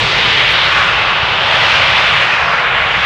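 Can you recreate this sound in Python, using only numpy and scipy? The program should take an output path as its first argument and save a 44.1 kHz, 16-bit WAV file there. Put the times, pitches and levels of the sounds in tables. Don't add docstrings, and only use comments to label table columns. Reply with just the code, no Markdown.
import sys
import numpy as np
from scipy import signal
from scipy.fft import rfft, irfft, next_fast_len
from scipy.io import wavfile
from scipy.ndimage import uniform_filter1d, minimum_filter1d, map_coordinates

SR = 44100
rng = np.random.default_rng(int(sys.argv[2]) if len(sys.argv) > 2 else 0)


def master(y):
    cut = np.clip(np.atleast_2d(y).T, -1, 1)
    pcm = np.round(cut * 32767)
    wavfile.write(sys.argv[1], SR, pcm.astype(np.int16))


N = 134505
TIME = np.arange(N) / SR


def from_db(db):
    return 10 ** (np.asarray(db) / 20)


def rms_one(x):
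    return x / np.sqrt(np.mean(x ** 2) + 1e-20)


def in_time(rows):
    seconds, *columns = np.transpose(rows)
    return np.array([np.interp(TIME, seconds, column) for column in columns])


def drift(rate_hz):
    step = 40
    pole = np.exp(-2 * np.pi * rate_hz * step / SR)
    settle = 2000
    noise = rng.standard_normal(N // step + 2 + settle)
    slow = signal.lfilter([1], [1, -2 * pole, pole * pole], noise)[settle:]
    return np.interp(np.arange(N) / step, np.arange(len(slow)), rms_one(slow))


def coloured_noise(spectrum):
    size = next_fast_len(N)
    hz = np.maximum(np.arange(size // 2 + 1) * SR / size, 1)
    points_hz, db = np.transpose(spectrum)
    ends = np.minimum(1, np.minimum(hz / points_hz[0], points_hz[-1] / hz)) ** 2
    gain = ends * from_db(np.interp(np.log(hz), np.log(points_hz), db))
    return rms_one(irfft(rfft(rng.standard_normal(size)) * gain, size))


def split_bands(x, count=30):
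    log_hz = np.log(np.maximum(np.arange(len(x) // 2 + 1) * SR / len(x), 1))
    centres_hz = np.geomspace(350, 10000, count)
    whole = rfft(x)
    bands = []
    for hz, pick in zip(centres_hz, np.eye(count)):
        weight = np.interp(log_hz, np.log(centres_hz), pick)
        bands.append((hz, irfft(whole * weight, len(x))[:N]))
    return bands


def steam_jet():
    # (frequency [Hz], density [dB per Hz])
    jet_colour = [(150, -19), (250, -23), (350, -14.5), (430, -11), (530, -5.5), (680, -4), (850, -2),
                  (1250, 0.5), (1850, -0.5), (2500, 0.1), (2950, -1), (3500, -4), (4200, -12), (5200, -20),
                  (7000, -33), (10000, -51.5), (13000, -61.5), (16000, -67)]
    # (time [s], 500-1100 Hz [dB], 1100-1750 Hz [dB], 1750-2350 Hz [dB], 2350-3050 Hz [dB])
    lower_levels = [(0.0, -19, -22, -20.0, -16.5), (0.12, -19.5, -19.5, -15.5, -16.5),
                    (0.26, -18.5, -19, -14.5, -11.5), (0.45, -18.5, -18.5, -12, -14),
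                    (0.62, -19.0, -16, -17.5, -15), (0.78, -19.5, -11.5, -15.5, -15.5),
                    (0.95, -18.5, -14.5, -17, -12), (1.15, -18.5, -16.5, -20, -14.5),
                    (1.38, -16.5, -17.5, -20, -14.5), (1.55, -16, -16, -17, -14.5),
                    (1.72, -16.0, -14, -15.5, -12), (1.95, -16.5, -15.5, -14.5, -12),
                    (2.17, -17, -14, -15.0, -12.5), (2.35, -17.5, -15.5, -16.0, -14),
                    (2.55, -18, -12.5, -17, -19.5), (2.72, -18.0, -15.5, -16, -16.5),
                    (2.87, -17.5, -16.5, -17, -15.5), (3.05, -18.5, -16, -15.5, -16)]
    # (time [s], 3-4.2 kHz [dB], 4.4-6 kHz [dB], 6.3-8.5 kHz [dB])
    treble_levels = [(0.0, -14.5, -28, -36.5), (0.12, -15.5, -24.5, -38.5), (0.26, -14, -26.5, -41.5),
                     (0.45, -14, -28.0, -41.0), (0.62, -13.5, -26, -45), (0.78, -18.5, -28.5, -39.5),
                     (0.95, -19, -30.5, -44), (1.15, -20.5, -32, -47.5), (1.38, -17.5, -32.0, -47),
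                     (1.55, -16, -27, -40.5), (1.72, -15.5, -24.5, -40.0), (1.95, -16.5, -26, -41.0),
                     (2.17, -16, -30.5, -39.5), (2.35, -25.5, -29.5, -44.0), (2.55, -25.5, -30, -46.5),
                     (2.72, -22.5, -40, -48.5), (2.87, -22.0, -36, -48), (3.05, -20.5, -30.5, -43.5)]
    # (frequency [Hz], ...)
    range_centres_hz = (880, 1380, 2050, 2700, 3550, 5100, 7300)
    jet_db = -12
    flutter_db, flutter_hz = 0.74, 5.5
    surge_db, surge_hz = 0.52, 16

    levels_db = np.vstack([in_time(lower_levels), in_time(treble_levels)])
    swells_db = levels_db - levels_db.mean(axis=1, keepdims=True)
    hiss = 0
    for hz, band in split_bands(coloured_noise(jet_colour)):
        shares = np.array([np.interp(np.log(hz), np.log(range_centres_hz), pick)
                           for pick in np.eye(len(swells_db))])
        band_db = shares @ swells_db + flutter_db * drift(flutter_hz)
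        hiss = hiss + band * from_db(band_db)
    return hiss * from_db(jet_db + surge_db * drift(surge_hz))


def reflected(x):
    # (mean delay [ms], level [dB])
    echoes = [(3.4, -22), (8.9, -24.5), (12.95, -18.5)]
    wander_ms, wander_hz = 0.1, 0.6
    out = x
    for delay_ms, db in echoes:
        lag = (delay_ms + wander_ms * drift(wander_hz)) * SR / 1000
        echo = map_coordinates(x, [np.arange(N) - lag], order=3, mode="mirror")
        out = out + from_db(db) * echo
    return out


def crackle():
    # (time [s], level [dB])
    crackle_level = [(0.03, -65), (0.07, -65), (0.24, -56), (0.4, -63.5), (0.53, -51.5), (0.54, -59),
                     (0.83, -62), (1.18, -70), (1.53, -64), (1.55, -57), (1.6, -60.5), (1.72, -54.5),
                     (1.74, -60.5), (2.11, -60.5), (2.57, -70), (3.0, -67)]
    pops_per_s, smallest_db = 260, -36.5
    spread_db = 3
    rate_follows, size_follows = 0.7, 0.94

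    level_db, = in_time(crackle_level)
    swing_db = level_db - level_db.mean()
    born = rng.random(N) < pops_per_s * from_db(rate_follows * swing_db) / SR
    excess_db = spread_db * np.minimum(rng.exponential(1, N), 4)
    sizes = from_db(smallest_db + size_follows * swing_db + excess_db)
    pulses = born * sizes * rng.choice([-1, 1], N)
    band_pass = signal.butter(1, (6000, 10000), "band", fs=SR, output="sos")
    return signal.sosfilt(band_pass, pulses + 1e-18)


def engine_rumble():
    # (frequency [Hz], density [dB per Hz])
    rumble_colour = [(20, -16), (32, -15), (46, -3), (85, -1.5), (135, 0.5), (185, -4.5), (235, -16),
                     (330, -22.5), (600, -33)]
    # (time [s], level [dB])
    rumble_level = [(0.0, -30), (0.03, -22), (0.07, -28.5), (0.29, -27.5), (0.59, -31), (2.21, -30.5),
                    (2.23, -35.5), (2.34, -35.5), (2.43, -30), (2.62, -36.5), (2.81, -29), (2.93, -35.5),
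                    (2.97, -28), (3.02, -32)]
    gain_db = 1.5
    level_db, = in_time(rumble_level)
    return from_db(level_db + gain_db) * coloured_noise(rumble_colour)[:N]


def low_rush():
    # (frequency [Hz], density [dB per Hz])
    rush_colour = [(100, -22), (220, -7), (330, 2), (450, 7.5), (800, -17.5)]
    start_db, fade_db_per_s = -29, 8
    return from_db(start_db - fade_db_per_s * TIME) * coloured_noise(rush_colour)[:N]


def scene():
    hiss = reflected(steam_jet())
    return (hiss + crackle() + engine_rumble() + low_rush())[None]


def record(dry):
    ceiling, window_s = 0.92, 0.003
    knee, room = 0.35, 1
    cutoff_hz = 15700

    size = int(window_s * SR)
    needed = ceiling / np.maximum(np.abs(dry), ceiling)
    limiter_gain = uniform_filter1d(minimum_filter1d(needed, size), size)
    held = dry * limiter_gain
    straight = np.clip(held, -knee, knee)
    rounded = straight + room * np.tanh((held - straight) / room)
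    low_pass = signal.ellip(12, 0.1, 80, cutoff_hz, fs=SR, output="sos")
    return signal.sosfilt(low_pass, rounded)


dry = scene()
out = record(dry)
master(out)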